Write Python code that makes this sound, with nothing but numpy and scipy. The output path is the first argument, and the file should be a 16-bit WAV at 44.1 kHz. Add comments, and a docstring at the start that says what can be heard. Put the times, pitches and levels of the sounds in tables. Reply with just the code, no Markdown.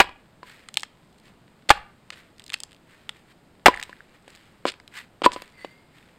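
"""Outdoors, close to the microphone, a hand axe splits slabs off an upright log on a chopping block.
Heavy blows, made of crushed fibres and ringing wood, overload the recorder. Between them the blade is
twisted, fibres snap as short clicks, and steel rubs on wood as grainy noise, creaking and squeaking.
When a slab gives way the axe drives through and knocks on the block with a short hollow ring.
A soft hush and a faint echo lie behind it all."""
import sys
import numpy as np
from scipy import signal
from scipy.io import wavfile
from scipy.ndimage import uniform_filter1d

SR = 44100
rng = np.random.default_rng(int(sys.argv[2]) if len(sys.argv) > 2 else 0)


def dump(signal):
    """Clip the signal to [-1, 1] and save it as 16-bit WAV at the path in sys.argv[1]."""
    limited = np.clip(np.atleast_2d(signal).T, -1, 1)
    pcm = np.round(limited * 32767).astype(np.int16)
    wavfile.write(sys.argv[1], SR, pcm)


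N = 272538  # samples in the whole scene


def amp(db):
    """Turns decibels into a gain."""
    return 10 ** (np.asarray(db) / 20)


def evened(x):
    """Scales a sound to an average (rms) strength of 1."""
    return x / np.sqrt(np.mean(x ** 2) + 1e-20)


def read_curve(points, hz):
    """Reads a curve between its points, along a logarithmic frequency axis."""
    f, value = np.transpose(points)
    return np.interp(np.log(hz + 1), np.log(f), value)


def add(mix, start_s, sound):
    """Mixes a sound in at its start time."""
    part = mix[round(start_s * SR):][:len(sound)]
    part += sound[:len(part)]


def clock(size=8192):
    """Seconds since the start of an event."""
    return np.arange(size) / SR


def dying(t, t60):
    """Falls by 60 dB in t60 seconds."""
    return np.exp(-np.log(1000) * t / t60)


def colour(x, points, size=4096):
    """Filters a sound to a given spectrum without smearing it to before its start."""
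    hz = abs(np.fft.fftfreq(size, 1 / SR))
    log_gain = np.log(amp(read_curve(points, hz)))
    # minimum phase: the filter answers as early as it can
    response = np.exp(np.conj(signal.hilbert(log_gain)))
    taps = np.fft.ifft(response).real[:size // 2]
    return signal.fftconvolve(x, taps)[:len(x)]


def band(x, hz, spread):
    """Passes hz / spread to hz * spread, with soft skirts."""
    edges = [hz / spread, hz * spread]
    return signal.sosfilt(signal.butter(2, edges, "band", fs=SR, output="sos"), x)


def grains(size, grain_db):
    """Noise made of tiny slips of unequal strength, each 16 samples long."""
    strength = np.repeat(rng.standard_normal(size // 16 + 1), 16)[:size]
    return evened(rng.standard_normal(size) * amp(grain_db * np.clip(strength, -2, 2)))


def ring(modes, pitch=1, contact_hz=4500, sign=1):
    """Fading tones after one blow, rounded off by the give of the wood."""
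    t = clock()
    swing = np.zeros(len(t))
    for k, (hz, db, t60) in enumerate(modes):
        # with sign -1, neighbouring tones start in opposite directions
        swing += sign ** k * amp(db) * dying(t, t60) * np.cos(2 * np.pi * hz * pitch * t)
    return signal.lfilter(*signal.butter(1, contact_hz, fs=SR), swing)


# the axe bites into the log:
# (time [s], level [dB], factor on the log's pitches [ratio], crunch level [dB], crunch t60 [s])
BITE_EVENTS = [(0.0016, -2.5, 0.921, -0.5, 0.0542), (1.7037, 2, 0.9686, 1, 0.03314),
               (3.659, -2.5, 1.0, 0, 0.0732), (3.6634, -1, 0.8575, -4.5, 0.046)]
# tones of the log before the pitch factor: (frequency [Hz], level [dB], t60 [s])
LOG_MODES = [(357, -21, 0.03), (590, -16, 0.021), (856.8, -1, 0.037), (1066, -11, 0.029),
             (1233.2, -2, 0.021), (1314, -12, .018), (1770.4, -5.5, 0.045), (2200, -6, 0.011),
             (3000, -12, 0.004), (4500, -13, 0.002)]
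# tone colour of crushed fibres: (frequency [Hz], relative level per Hz [dB])
CRUNCH_SPECTRUM = [(30, -9.5), (150, -9.5), (400, -1), (900, 3.5), (2300, 4.5), (4800, -7.5), (8000, -17),
                   (15000, -20.5)]


def bites():
    """The edge crushes fibres for some milliseconds, shoves the log down and sets it ringing."""
    out, t = np.zeros(N), clock()
    shove = push(t, rise=0.0015)
    for start_s, db, pitch, crunch_db, t60 in BITE_EVENTS:
        crunch = evened(colour(grains(len(t), grain_db=2.5), CRUNCH_SPECTRUM)) * dying(t, t60)
        log = ring(LOG_MODES, pitch, sign=-1)
        blow = amp(1.5) * log + amp(crunch_db - 0.28) * crunch + amp(-3.5) * shove
        add(out, start_s, amp(db) * blow)
        add(out, start_s, amp(db) * rumble())
    return out


def push(t, rise):
    """The shove of the axe's weight: a low pulse that swings over as it fades."""
    return (1 - t / rise / 2) * t / rise * np.exp(-t / rise)


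def rumble(level_db=-42, t60=0.45, top_hz=58):
    """A faint deep-bass rumble, below about 60 Hz, follows a heavy blow and fades."""
    t = clock(size=22050)
    lowpass = signal.butter(2, top_hz, fs=SR, output="sos")
    low = signal.sosfilt(lowpass, rng.standard_normal(len(t)))
    return amp(level_db) * evened(low) * dying(t, t60)


# knocks on the block: (time [s], force [dB], how squarely the blow lands [0-1])
KNOCK_EVENTS = [(0.0075, -14, 0.86), (0.043, -36, 0.75), (0.092, -41.5, 1), (0.4307, -39.5, 0.98),
                (3.683, -3.5, .6), (3.8945, -39, 0.39), (4.2790, -41, .05), (4.6540, -12.5, 0.24),
                (5.2193, -20, 0.04), (5.2618, -3, 0.93), (5.3622, -25.5, 0.32), (5.421, -36.5, 0),
                (5.647, -26, 0)]
# hollow ring of a blow that drives through: (frequency [Hz], level [dB], t60 [s])
HOLLOW_MODES = [(995, -4, 0.046), (1069, -25.5, 0.084), (2050, -34, 0.042), (2589, -36.5, 0.073),
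                (4450, -37, 0.027)]
# steel head of the axe: (frequency [Hz], level [dB], t60 [s])
STEEL_MODES = [(2400, -22.5, .05), (4500, -23.5, 0.059)]
GIVE_HZ = 5000  # the block yields, so a knock rings little above this
HOLLOW_DB = 9.5  # a square blow rings above its thud
# the crack of contact grows more slowly than the force, and is duller in a harder blow
CRACK_DB, CRACK_GROWTH = -14.5, 0.66  # level at 0 dB force [dB]; dB of crack per dB of force
CRACK_HZ, CRACK_FALL_HZ_PER_DB = 1090, 14.5  # centre at 0 dB force; fall with force


def knocks():
    """A brief crack that stings the steel, the block's thud and, the squarer the hit, a hollow ring."""
    out, t = np.zeros(N), clock()
    give = signal.butter(2, GIVE_HZ, fs=SR, output="sos")
    sources = [thud(), ring(HOLLOW_MODES, contact_hz=2460), ring(STEEL_MODES)]
    block, hollow, steel = signal.sosfilt(give, sources)
    for start_s, db, square in KNOCK_EVENTS:
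        crack_hz = CRACK_HZ - CRACK_FALL_HZ_PER_DB * db
        crack = evened(band(rng.standard_normal(len(t)), crack_hz, 2.3)) * dying(t, 0.022)
        contact = amp(CRACK_DB + CRACK_GROWTH * db) * (crack + amp(-6) * steel)
        through = square * amp(db + HOLLOW_DB)
        add(out, start_s, amp(db) * block + through * hollow + contact)
        add(out, start_s, through * amp(-8) * rumble())
    return out


# dull tones of the block: (frequency [Hz], level [dB], t60 [s])
BLOCK_MODES = [(215, -16, 0.028), (301, -10, .04), (360, -7, 0.032), (474, -6, 0.028), (551, -4.5, 0.026),
               (724, -6.5, 0.015), (920, -10, 0.0053)]


def thud(lowest_hz=235):
    """The block's answer to a blow; it is too small to radiate deep bass."""
    highpass = signal.butter(2, lowest_hz, "high", fs=SR, output="sos")
    return signal.sosfilt(highpass, ring(BLOCK_MODES, contact_hz=1480))


# thick fibres snap: (time [s], relative level [dB], centre frequency [Hz])
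SNAP_EVENTS = [(0.6871, -21.5, 2520), (0.7420, -18.5, 5230), (0.7717, 0, 3050), (0.8330, -12, 1957),
               (1.6940, -0.5, 2680), (2.1038, -17, 2100), (2.535, -15.5, 4030), (2.5404, -8.5, 3010),
               (2.542, -7, 2720), (2.6032, -18.5, 5890), (2.6350, -14, 6500), (3.093, -11.5, 2430),
               (3.8277, -13, 2580), (3.8355, -19, 4550), (4.3502, -33, 2780), (4.8004, -30.5, 1590),
               (4.8782, -27.5, 3500), (5.2427, -11, 1100), (5.3190, -17.5, 1660), (5.421, -22.5, 4040)]


def snaps():
    """The thick fibres that give way one by one."""
    out = np.zeros(N)
    for start_s, db, hz in SNAP_EVENTS:
        add(out, start_s, snap(db, hz))
    return out


def snap(db, hz):
    """A fibre breaks with one sharp click; the wood around it rattles for a few milliseconds."""
    t = clock(size=2048)
    force = 0.17 * rng.standard_normal(len(t)) * dying(t, 0.011)
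    force[0] += 1  # the break itself
    click = band(force, hz, 1.7) + amp(-10.5) * band(force, 2.2 * hz, 1.4)
    # the louder the snap, the larger the log's share in it
    body = amp(-33 + 0.25 * db) * ring(LOG_MODES)[:len(t)] * dying(t, 0.067)
    return amp(db + 7.5) * (click / np.linalg.norm(click) + body)


# the blade is twisted in the cleft:
# (time of greatest strain [s], reach before and after [s], relative level [dB])
TWIST_EVENTS = [(0.791, 0.0595, -23), (1.17, 0.156, -44), (2.4, 0.0443, -32), (2.51, 0.0792, -22.5),
                (2.73, .04, -30.5), (3.786, 0.0493, -21.5), (4.329, .14, -39.5), (4.711, .04, -25.5),
                (5.47, 0.0883, -38.5)]
CRACKLE_GAP_S = 0.014  # mean spacing
CRACKLE_FADE_DB = -16  # drop at the ends of a twist
# the random scatter reaches about twice each spread
CRACKLE_SPREAD_DB = 3.5
CRACKLE_HZ, CRACKLE_SPREAD_OCTAVES = 3363, 0.47


def crackle(count=20):
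    """Thin fibres break at uneven intervals in each twist, on average loudest where the strain peaks."""
    out, steps = np.zeros(N), np.arange(-count, count)
    for peak_s, reach, db in TWIST_EVENTS:
        offsets = CRACKLE_GAP_S * (steps + rng.random(len(steps)))
        fibres = rng.uniform(-2, 1.97, (len(steps), 2))
        for offset, (strength, thinness) in zip(offsets, fibres):
            if abs(offset) < reach:
                level = db + CRACKLE_FADE_DB * abs(offset) / reach + CRACKLE_SPREAD_DB * strength
                hz = CRACKLE_HZ * 2 ** (CRACKLE_SPREAD_OCTAVES * thinness)
                add(out, peak_s + offset, snap(level, hz))
    return out


# the half-split slab creaks in single slips: time of each [s]
CREAK_TIMES = [3.7404, 3.7433, 3.7742, 3.7970, 3.9290, 4.0055]
# relative level and pitch of the first slip, and how fast both sink
CREAK_DB, CREAK_FADE_DB_PER_S = -23.5, 46
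CREAK_HZ, CREAK_SAG_HZ_PER_S = 1906, 1090


def creaks(t60=0.00816, rise=0.000457):
    """Each slip plucks the slab, whose note weakens and sinks as the split grows longer."""
    out, t = np.zeros(N), clock(size=2048)
    for start_s in CREAK_TIMES:
        age = start_s - CREAK_TIMES[0]
        hz = CREAK_HZ - CREAK_SAG_HZ_PER_S * age
        note = np.sin(2 * np.pi * hz * t) * (1 - np.exp(-t / rise)) * dying(t, t60)
        rasp = band(rng.standard_normal(len(t)), 2520, 2.12) * dying(t, 0.0099)
        level = amp(CREAK_DB - CREAK_FADE_DB_PER_S * age)
        add(out, start_s, level * (amp(9.5) * note + amp(-11.5) * rasp))
    return out


# the blade tears along the grain:
# (time [s], approximate length [s], relative level [dB], centre frequency [Hz])
TEAR_EVENTS = [(1.689, 0.0113, -19.5, 2750), (2.12, 0.0293, -42, 1900), (4.662, 0.0392, -25, 2200),
               (5.2336, 0.034, -19.5, 1563), (5.25, 0.011, -23.5, 3500), (5.323, 0.0279, -35.5, 3340)]


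def tears(block_db=-8):
    """Dense runs of breaking fibres as the wedge runs down the grain; the block murmurs along."""
    out, t = np.zeros(N), clock()
    for start_s, length, db, hz in TEAR_EVENTS:
        slips = grains(len(t), grain_db=4.5)
        murmur = evened(signal.fftconvolve(slips, thud())[:len(t)])
        run = evened(band(slips, hz, 2.1)) + amp(block_db) * murmur
        swell = (1 - np.exp(-t / (0.25 * length))) * np.exp(-(t / (0.85 * length)) ** 3)
        add(out, start_s, amp(db + 1.5) * run * swell)
    return out


# strokes of steel and hand on the wood:
# (time when pressed hardest [s], level [dB], time to fade by 20 dB [s])
RUB_STROKES = [(0.489, -49, 0.2714), (1.28, -55, 0.06), (2.185, -51.5, 0.13), (2.915, -57, 0.35),
               (3.17, -61, 0.1), (3.325, -56.5, 0.0032), (3.79, -50, 0.3182), (4.16, -59.5, 0.0341),
               (4.31, -55.5, 0.45), (4.985, -38, 0.0548), (5.37, -48.5, 0.177), (5.61, -55.5, 0.3055),
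               (5.97, -58.5, 0.44)]
# tone colour of the rubbing: (frequency [Hz], relative level per Hz [dB])
RUB_SPECTRUM = [(200, -30.5), (900, -2.5), (1900, 8.5), (3200, 1), (4900, -4), (8500, -10.5), (15000, -12)]
RUB_ATTACK_S = 0.04


def rubs(grit_db=2):
    """Fine-grained friction that catches on the rough wood; each stroke swells quickly and trails off."""
    t, level = clock(size=N), np.zeros(N)
    for peak_s, db, fade in RUB_STROKES:
        swell = np.exp(-(np.minimum(t - peak_s, 0) / RUB_ATTACK_S) ** 2)
        level += amp(db - 20 * np.maximum(t - peak_s, 0) / fade) * swell
    catches = evened(uniform_filter1d(rng.standard_normal(N), size=130))
    friction = colour(grains(N, grain_db=3.5), RUB_SPECTRUM)
    return level * evened(friction * amp(grit_db * catches))


# the wedged blade squeaks once: the pressure builds and eases, and pulls the pitch down
SQUEAK_PEAK_S, SQUEAK_DB, SQUEAK_RISE_S, SQUEAK_FALL_S = 5.605, -50, 0.041, 0.11
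SQUEAK_HZ, SQUEAK_SAG_HZ = 2150, 160.03  # pitch without pressure; drop at full pressure


def squeak(width_hz=70, unsteady=0.65, upper_db=-10, top_db=-21):
    """Steel sticks and slips in the cleft: a thin, rough whistle with two faint partners above it."""
    t = clock(size=N) - SQUEAK_PEAK_S
    pressure = np.exp(np.minimum(t / SQUEAK_RISE_S, -t / SQUEAK_FALL_S))
    smooth = signal.butter(2, width_hz, fs=SR, output="sos")
    # slow random wavering of loudness and of pitch
    swell, drift = evened(signal.sosfilt(smooth, rng.standard_normal((2, N))))
    hz = (SQUEAK_HZ - SQUEAK_SAG_HZ * pressure) * (1 + 0.008 * drift)
    angle = 2 * np.pi * np.cumsum(hz) / SR
    partners = amp(upper_db) * np.sin(2.24 * angle) + amp(top_db) * np.sin(4.36 * angle)
    whistle = np.sin(angle) + partners
    return amp(SQUEAK_DB) * pressure * (1 + unsteady * swell) * whistle


def splinters(per_s=14, level_db=-54, spread_db=3):
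    """Faint stray ticks of bark and splinters, at random times and of random strength."""
    strength = amp(spread_db * np.minimum(rng.exponential(1, N), 3))
    hits = strength * (rng.random(N) < per_s / SR)
    t = clock(size=512)
    tick = band(rng.standard_normal(len(t)) * dying(t, 0.01), 2400, 2)
    return amp(level_db) * signal.fftconvolve(hits, tick)[:N]


# tone colour of the echo: (frequency [Hz], relative level [dB])
ECHO_SPECTRUM = [(100, -6.5), (450, -6.5), (850, -7), (1600, -4.5), (2800, -3), (4900, 2.5), (8000, -1),
                 (15000, -6.5)]
# how long the echo lasts: (frequency [Hz], t60 [s])
ECHO_DECAY = [(100, 0.16), (700, 0.36), (2000, 0.4), (5000, 0.21), (12000, 0.21)]


def clearing(x, wet_db):
    """Ground and trees scatter a short, faint tail of uneven little echoes."""
    hz, t, z = signal.stft(grains(SR, grain_db=4.5), SR, nperseg=256)
    gain = amp(read_curve(ECHO_SPECTRUM, hz))[:, None]
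    z = z * gain * dying(t, read_curve(ECHO_DECAY, hz)[:, None])
    tail = signal.istft(z, SR, nperseg=256)[1]
    # the echoes build up over a few milliseconds
    tail = tail * (1 - np.exp(-clock(size=len(tail)) / 0.0045))
    return amp(wet_db) * signal.fftconvolve(x, tail / np.linalg.norm(tail))[:N]


# tone colour of the outdoor air: (frequency [Hz], relative level per Hz [dB])
AIR_SPECTRUM = [(25, -4), (60, -3), (180, 2.5), (400, -4.5), (1000, -10), (2500, -17.5), (5000, -22.5),
                (9000, -28), (15000, -28)]
AIR_DB = -57.5  # rms level before the microphone


def air():
    """Steady, soft outdoor hush made of coloured noise."""
    return amp(AIR_DB) * evened(colour(rng.standard_normal(N), AIR_SPECTRUM))


def scene():
    """All the work at the block, with its echo and the air around it."""
    work = bites() + knocks() + snaps() + crackle() + creaks()
    work += tears() + rubs() + squeak() + splinters()
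    return (work + clearing(work, wet_db=-24.5) + air())[None]


# how the microphone colours sound: (frequency [Hz], gain [dB])
MICROPHONE_RESPONSE = [(20, 0.5), (4000, 0.5), (5100, -1), (5700, -9), (7000, -2), (8500, 3.5), (9700, -7),
                       (13000, -5), (16000, -10.5)]
EDGE_HZ = 15900  # the recorder passes little above this


def record(dry):
    """Microphone colour, hard overload of whatever exceeds full scale, then the band limit."""
    clipped = np.clip(colour(dry[0], MICROPHONE_RESPONSE), -1, 1)
    lowpass = signal.firwin(255, EDGE_HZ, window=("kaiser", 9), fs=SR)
    return signal.fftconvolve(clipped, lowpass, "same")[None]


dry = scene()
out = record(dry)
dump(out)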